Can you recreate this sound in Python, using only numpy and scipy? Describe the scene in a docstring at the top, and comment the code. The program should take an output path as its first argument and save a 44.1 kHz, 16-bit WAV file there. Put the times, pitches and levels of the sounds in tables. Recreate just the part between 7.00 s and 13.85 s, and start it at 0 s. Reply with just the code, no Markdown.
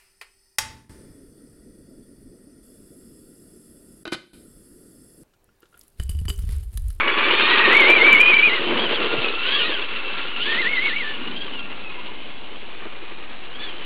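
"""Two electric radio-controlled trucks race over a lawn, pass close by and run off to the far end of the yard.
Gear whines are blurred sine lines whose pitch swings as wheels bite or the throttle revs; worn teeth add a comb.
Shaped noise makes gear rasp, chassis rattle, tyres and ground drumming; decaying bursts make knocks and landings.
Far tones, a thud and yard air lie beneath. A pocket camera with a low sample rate mirrors the top and clips peaks."""
import sys
import numpy as np
from scipy.fft import rfft, irfft, next_fast_len
from scipy.io import wavfile
from scipy.ndimage import uniform_filter1d, map_coordinates

SR = 44100
rng = np.random.default_rng(int(sys.argv[2]) if len(sys.argv) > 2 else 0)


def materialize(psi):
    """Save the field psi as 16-bit PCM at rate SR to the path in sys.argv[1].

    A 1-D psi becomes a single channel; in a 2-D psi each row is a channel.
    """
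    bounded = np.clip(np.atleast_2d(psi).T, -1, 1)
    quanta = np.round(bounded * 32767).astype(np.int16)
    wavfile.write(sys.argv[1], SR, quanta)


N = 302085

# Lead truck, one curve per throttle burst: time_s, unloaded_gear_hz, unloaded_gear_db, motor_db
LEAD_RUNS = [
    [(-.1, 1680, -45.5, -28), (.12, 1700, -45, -31), (.46, 1829, -30.5, -28.5), (.53, 1950, -21.5, -28),
     (.7, 2126, -20, -28.5), (.76, 2380, -12, -30.5), (.96, 2378, -13.5, -32.5), (1.1, 2324, -12.5, -34),
     (1.26, 2467, -12.5, -36), (1.46, 2548, -13, -42.5), (1.6, 1832, -28, -45)],
    [(2.44, 1395, -40, -48), (2.56, 1732, -33.5, -35.5), (2.67, 1927, -30.5, -34), (2.8, 1404, -40, -50.5)],
    [(3.45, 1622, -30.5, -37), (3.6, 2238, -21.5, -43), (3.74, 2190, -21, -41), (3.99, 2271, -25, -43.5),
     (4.08, 1758, -33, -46), (4.17, 1700, -44, -52.5)],
    [(4.9, 1600, -60, -50), (5.45, 1619, -64, -57.5), (5.9, 1816, -60, -54), (6.5, 1900, -60, -59)],
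]
# Wheels bite the turf and load the lead motor: time_s, gear_sag_hz, half_length_s (before RECOVERY_RATIO)
BITES = [(0.581, 224.4, 0.026), (0.695, 301.6, 0.064), (0.842, 313.6, 0.03), (1.004, 269.9, 0.029),
         (1.169, 205, 0.027), (1.333, 236.7, 0.016), (1.402, 249.5, 0.036), (1.506, 293.5, 0.018),
         (3.56, 215.9, 0.037), (3.645, 455.6, 0.027), (3.788, 205.5, 0.025), (3.912, 462.8, 0.022),
         (4.04, 197.6, 0.018)]
# Even motor lines: shaft_order, relative_db
MOTOR_ORDERS = [(2, -4.5), (4, 1.5), (6, -5)]
# Both drivetrains, near and far: time_s, rattle_relative_db, rasp_relative_db
DRIVETRAIN = [(0.0, -21, -27), (0.02, -26.5, -31), (0.46, -27, -21.5), (0.57, -24, -21.5),
              (1.1, -25.5, -24), (1.2, -30, -29), (1.6, -33, -27.5), (1.64, -33.5, -25.5),
              (1.77, -32.5, -29), (1.83, -32, -25.5), (2.35, -37.5, -28), (2.54, -36.5, -24),
              (2.88, -39, -31.5), (3.39, -39.5, -31), (3.43, -44, -23), (3.49, -37.5, -29),
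              (3.99, -41.5, -31.5), (4.33, -45, -39), (4.37, -49, -34.5), (4.5, -45, -36.5),
              (5.67, -51, -46), (5.74, -46, -44), (6.18, -47.5, -46.5), (6.85, -46, -39)]
# Both trucks' wheels on the lawn: time_s, ground_db, tyre_db
WHEELS = [(0.0, -38, -32.5), (0.11, -42.5, -30), (0.62, -40, -29.5), (0.7, -38.5, -24), (1.1, -39.5, -24),
          (1.13, -31.5, -28.5), (1.19, -41.5, -30), (1.44, -43, -34.5), (1.53, -41, -27), (1.57, -51, -34),
          (1.7, -31.5, -25), (2.1, -42, -31.5), (2.14, -39, -26.5), (2.42, -49.5, -39), (2.63, -41.5, -34),
          (2.78, -51, -36.5), (2.84, -50, -40), (3.31, -48.5, -43), (3.6, -43.5, -36), (3.98, -46, -43),
          (4.13, -49.5, -44.5), (4.24, -41, -43), (5.32, -52, -47.5), (6.8, -52.5, -46)]
# Noise colours of tyres, ground, chassis rattle, gear rasp and yard air: frequency_hz, relative_db
TYRE_COLOUR = [(120, -40.5), (230, -18.5), (340, -0.5), (470, -3), (570, -6), (700, -13), (950, -12.5),
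               (1400, -35.5), (3000, -86.5)]
GROUND_COLOUR = [(30, -32.5), (80, -22.5), (130, -10.5), (200, -1), (250, 2.5), (320, -2.5), (600, -44),
                 (2000, -95)]
RATTLE_COLOUR = [(400, -36.5), (720, -23), (880, -3.5), (1020, -0.5), (1140, 2), (1300, -1), (1600, -1),
                 (1900, -2.5), (2400, 2), (3200, -16.5), (4500, -61)]
RASP_COLOUR = [(1200, -30.5), (1800, -12), (2250, -13.5), (2650, 1), (3000, -0.5), (3400, -3.5),
               (3900, -10), (4400, -32), (4900, -57)]
YARD_COLOUR = [(20, 7.5), (30, 8), (45, 0), (100, -4), (300, -0.5), (500, -5.5), (800, 2.5), (1100, -5.5),
               (1600, -13.5), (2900, -3), (3900, -9), (5000, -58)]
# Hard plastic knocks: start_s, relative_peak_db, ring_hz
KNOCKS = [(0.081, -8, 2910), (0.309, -5, 2890), (1.764, -27, 1014), (1.795, -13.5, 3300),
          (1.946, -10, 3340), (2.245, -10.5, 2570), (2.741, -13, 3250), (2.961, -15.5, 2740),
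          (3.362, -13.5, 2905), (3.529, -20, 1976), (4.275, -17, 2900), (4.479, -23, 1160),
          (4.538, -25, 3120), (4.593, -18, 3220)]
# Chasing truck revs and eases off: time_s, gear_change_hz, half_length_s, gain_db
REVS = [(1.271, 170, .22, 7.5), (1.671, 170, .1, -1.5), (1.831, 330, .04, 0), (1.944, 300, .04, 1),
        (2.279, -60, .07, 5.5), (2.54, 330, .075, 5.5), (2.724, 270, .05, -11), (3.31, 150, .035, 3),
        (3.482, 379.5, .05, 0.5), (3.746, 40, .17, -3), (4.099, 129.5, .12, -1), (4.42, 260, .13, 3.5),
        (4.919, -140, .07, 2), (5.25, 180, .25, -6), (6.001, -110, .4, -6), (6.626, 390, .1, 6),
        (6.801, 149, .06, 1)]
# Chasing truck's gearbox response to its gear tone: frequency_hz, gain_db
GEARBOX = [(1280, -13), (1350, -7.5), (1420, -8.5), (1530, -19), (1680, -11.5), (1900, 2)]
# Landings on the turf: start_s, relative_peak_db
LANDINGS = [(1.475, -15), (1.517, -15.5), (1.606, -14), (1.671, -16.5), (2.124, -14), (3.602, -18.5),
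            (5.854, -19)]
# Hollow body shell resonance: centre_hz, width_hz, relative_db
SHELL = [(348, 110, 0)]
# Dull thud as the camera swings round: time_s, level_db
THUDS = [(2.195, -36.5)]
# Brief faint far-off tones: time_s, pitch_hz, peak_db
TOOTS = [(4.99, 984, -35), (5.095, 992, -37.5)]
# Camera response ahead of its sampler: frequency_hz, gain_db
INTAKE = [(3900, -0.5), (4300, -2.5), (4800, -11.5), (5400, -56)]
# Camera response after its sampler: frequency_hz, gain_db
MIRROR = [(3900, 1), (4300, -9.5), (4700, -24.5), (5000, -41.5), (5300, -62), (7000, -76.5)]

RECOVERY_RATIO = 1.3  # spin-up time over slow-down time
BITE_LOSS_DB_PER_KHZ = 7.5  # a loaded motor whines less
TEETH_RATIO = 12  # gear tone over the rate at which worn teeth come round
CRUISE_HZ, CRUISE_DB = 1350, -4  # chaser's gear tone between revs; level against the rasp curve
CHASER_IN_S = 1.1  # comes within earshot
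CAMERA_RATE_HZ, TOP_HZ = 7875, 15850  # sampling rate; final cutoff


def amp(db):
    """Decibels to gain."""
    return 10 ** (np.asarray(db) / 20)


def unit(x):
    """Scale to rms 1."""
    return x / np.sqrt(np.mean(x ** 2) + 1e-20)


def along(points, hz):
    """Read (frequency, value) points on a log axis."""
    point_hz, value = np.transpose(points)
    return np.interp(np.log(hz + 1), np.log(point_hz + 1), value)


def curves(rows):
    """One value per sample for each column after the time."""
    time_s, *columns = np.transpose(rows)
    return [np.interp(np.arange(N) / SR, time_s, column) for column in columns]


def during(rows):
    """Soft-edged gate over the time a table spans."""
    t = np.arange(N) / SR
    inside = (t >= rows[0][0]) & (t <= rows[-1][0])
    return uniform_filter1d(1.0 * inside, SR // 40)


def wobble(rate_hz):
    """Smooth random curve with rate_hz knots a second."""
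    knots = rng.standard_normal(int(N * rate_hz / SR) + 4)
    return map_coordinates(knots, [np.arange(N) * rate_hz / SR])


def swell(peak_s, width_s, tail=1):
    """Bell of height 1 about a moment; tail stretches its second half."""
    dt = np.arange(N) / SR - peak_s
    return np.exp(-(np.where(dt < 0, dt, dt / tail) / width_s) ** 2)


def filtered(x, response):
    """Multiply the spectrum of x by a response of frequency."""
    size = next_fast_len(N + SR // 2)
    spectrum = rfft(x, size) * response(np.fft.rfftfreq(size, 1 / SR))
    return irfft(spectrum, size)[:N]


def noise(colour):
    """Coloured noise of rms 1."""
    return unit(filtered(rng.standard_normal(N), lambda hz: amp(along(colour, hz))))


def tone(hz, blur_hz, flutter_db, flutter_rate_hz):
    """Gear line of rms 1: backlash blurs its pitch, the jolting chassis shakes its level."""
    phase = 2 * np.pi * np.cumsum(hz + blur_hz * wobble(400)) / SR
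    depth = amp(flutter_db) - 1
    return unit(np.sin(phase) * (1 + depth * np.tanh(wobble(flutter_rate_hz))))


def lead_truck(mesh_db=0.0, octave_db=-18.0, teeth_db=-5):
    """Clear gear tone on the third shaft order, over rougher motor orders; it sags whenever the wheels bite."""
    free_hz, gear_db, motor_db = curves([row for run in LEAD_RUNS for row in run])
    throttle = sum(during(run) for run in LEAD_RUNS)
    sag_hz = sum(hz * swell(s, width_s, RECOVERY_RATIO) for s, hz, width_s in BITES)
    pitch_hz = (free_hz - sag_hz) * (1 + .006 * wobble(55))

    mesh = tone(pitch_hz, blur_hz=25, flutter_db=4.3, flutter_rate_hz=110)
    # an off-centre spur gear adds side lines; uneven teeth add a hoarse skirt
    spur = np.sin(2 * np.pi * np.cumsum(pitch_hz / 21) / SR)
    roughness = 1 + .2 * spur + .2 * wobble(1100)
    mesh = unit(mesh * roughness * amp(2 * np.tanh(wobble(38))))
    octave = tone(2 * pitch_hz, blur_hz=50, flutter_db=5.5, flutter_rate_hz=130)

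    loss_db = BITE_LOSS_DB_PER_KHZ * sag_hz / 1000
    gears = amp(gear_db - loss_db) * (amp(mesh_db) * mesh + amp(octave_db) * octave)
    rasp_db = curves(DRIVETRAIN)[1]
    teeth = amp(rasp_db + teeth_db) * worn_teeth(pitch_hz)
    return throttle * (gears + amp(motor_db) * motor(pitch_hz) + teeth)


def motor(pitch_hz, blur_ratio=.011):
    """Even orders of a shaft turning at a third of the gear tone; higher orders blur more."""
    lines = np.zeros(N)
    for order, db in MOTOR_ORDERS:
        hz = order * pitch_hz / 3
        lines += amp(db) * tone(hz, blur_hz=blur_ratio * hz, flutter_db=6.0, flutter_rate_hz=80)
    return lines


def worn_teeth(pitch_hz, count=26):
    """Tooth errors repeat every turn: a comb of lines gliding with speed, coloured by the gearbox."""
    turn = 2 * np.pi * np.cumsum(pitch_hz / TEETH_RATIO) / SR
    phases = rng.uniform(0, 2 * np.pi, count)
    orders = range(count // 3, count)
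    comb = sum(amp(4 * wobble(9)) * np.sin(k * turn + phases[k]) for k in orders)
    return unit(filtered(comb, lambda hz: amp(along(RASP_COLOUR, hz))))


def running_noise(tyre_db=0, ground_db=0, rattle_db=4.0, rasp_db=-2.5):
    """Bumpy turf jolts tyres, ground, chassis and gears together; each also chatters at its own speed."""
    rattle_curve_db, rasp_curve_db = curves(DRIVETRAIN)
    ground_curve_db, tyre_curve_db = curves(WHEELS)
    jolt = wobble(32)
    tyres = unit(noise(TYRE_COLOUR) * amp(1.5 * jolt + 2.0 * wobble(90)))
    ground = unit(noise(GROUND_COLOUR) * amp(1 * jolt + 1.2 * wobble(50)))
    rattle = unit(noise(RATTLE_COLOUR) * amp(1.4 * jolt + 1.7 * wobble(250)))
    rasp = unit(noise(RASP_COLOUR) * amp(1.8 * jolt + 2.3 * wobble(300)))
    wheels = amp(tyre_curve_db + tyre_db) * tyres + amp(ground_curve_db + ground_db) * ground
    return wheels + amp(rattle_curve_db + rattle_db) * rattle + amp(rasp_curve_db + rasp_db) * rasp


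def yard_air(level_db=-45.5):
    """Steady coloured noise for the still air of the yard."""
    return amp(level_db) * noise(YARD_COLOUR)


def knocks(t60_s=0.062, crack_t60_s=0.024, ring_db=-7, crack_db=-14):
    """Suspension parts hit their stops: a noise crack and a short plastic ring."""
    ring, crack = np.zeros(N), np.zeros(N)
    age_s = np.arange(SR // 8) / SR
    for start_s, db, hz in KNOCKS:
        start = round(start_s * SR)
        span = slice(start, start + len(age_s))
        ring[span] += amp(db - 60 * age_s / t60_s) * np.sin(2 * np.pi * hz * age_s)
        crack[span] += amp(db - 60 * age_s / crack_t60_s)
    # frequency_hz, relative_db
    crack_noise = noise([(150, -16.0), (500, -11.0), (3000, 9.0), (4000, -2), (5000, -62.5)])
    return amp(ring_db) * ring + amp(crack_db) * crack * crack_noise


def chasing_truck(breakup_db=3, octave_db=-1.5):
    """Hoarse whine with a strong octave; revs bend pitch and level, bumps make it waver and break up."""
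    revs = [(swell(s, width_s), hz, db) for s, hz, width_s, db in REVS]
    rev_hz = sum(hz * rev for rev, hz, db in revs)
    rev_db = sum(db * rev for rev, hz, db in revs)
    pitch_hz = (CRUISE_HZ + rev_hz) * (1 + .011 * wobble(26))
    rasp_db = curves(DRIVETRAIN)[1]
    level_db = rasp_db + CRUISE_DB + rev_db + breakup_db * np.tanh(wobble(28))

    # gearbox resonance near 1420 Hz draws the lower line towards it
    pull = .7 * np.exp(-((pitch_hz - 1420) / 130) ** 2)
    drawn_hz = pitch_hz + (1420 - pitch_hz) * pull
    low = tone(drawn_hz, blur_hz=28, flutter_db=4.5, flutter_rate_hz=50)
    high = tone(2 * pitch_hz, blur_hz=48, flutter_db=5, flutter_rate_hz=55)
    chatter = 1 + .22 * wobble(700)
    heard = during([(CHASER_IN_S,), (N / SR,)])
    lines = amp(along(GEARBOX, pitch_hz)) * low + amp(octave_db) * high
    return heard * amp(level_db) * chatter * lines


def landings(t60_s=.09, level_db=-12):
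    """Each landing is a decaying noise burst through the hollow shell's resonance."""
    t = np.arange(N) / SR
    blows = sum(amp(db - 60 * np.abs(t - s) / t60_s) * (t >= s) for s, db in LANDINGS)

    def shell(hz):
        """Band-pass resonance of the shell."""
        return sum(amp(db) * 1j * hz * width / (centre ** 2 - hz ** 2 + 1j * hz * width)
                   for centre, width, db in SHELL)

    return amp(level_db) * blows * unit(filtered(rng.standard_normal(N), shell))


def thuds(width_s=0.009):
    """Low noise push under a bell envelope, with no ring."""
    t = np.arange(N) / SR
    push = sum(amp(db) * np.exp(-((t - s) / width_s) ** 2 / 2) for s, db in THUDS)
    # frequency_hz, relative_db
    return push * noise([(30, -13.0), (70, -7), (130, 6), (400, -27), (1500, -77)])


def toots(width_s=0.0074):
    """Short soft sine tones from far off, under bell envelopes."""
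    t = np.arange(N) / SR
    return sum(amp(db) * np.exp(-((t - s) / width_s) ** 2 / 2) * np.sin(2 * np.pi * hz * t)
               for s, hz, db in TOOTS)


def scene():
    """The trucks over the still air of the yard."""
    trucks = lead_truck() + running_noise() + knocks() + chasing_truck() + landings()
    return (trucks + yard_air() + thuds() + toots())[None]


def record(dry, overload=0.735, top=0.72, hiss_db=-91, offset=-0.053):
    """Input saturates, coarse sampling mirrors sound about half its rate, and the off-centre output clips."""
    pressed = dry[0] / (1 + np.abs(dry[0] / overload) ** 6) ** (1 / 6)
    band = filtered(pressed, lambda hz: amp(along(INTAKE, hz)))
    # the carrier adds the first images either side of the sampling rate
    sampled = band * (1 + 2 * np.cos(2 * np.pi * CAMERA_RATE_HZ * np.arange(N) / SR))
    sound = filtered(sampled, lambda hz: amp(along(MIRROR, hz)))
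    clipped = np.clip(sound + offset, -top, top)
    hiss = amp(hiss_db) * noise([(5000, -9.5), (15000, -15.5)])
    return filtered(clipped + hiss, lambda hz: hz < TOP_HZ)[None]


dry = scene()
out = record(dry)
materialize(out)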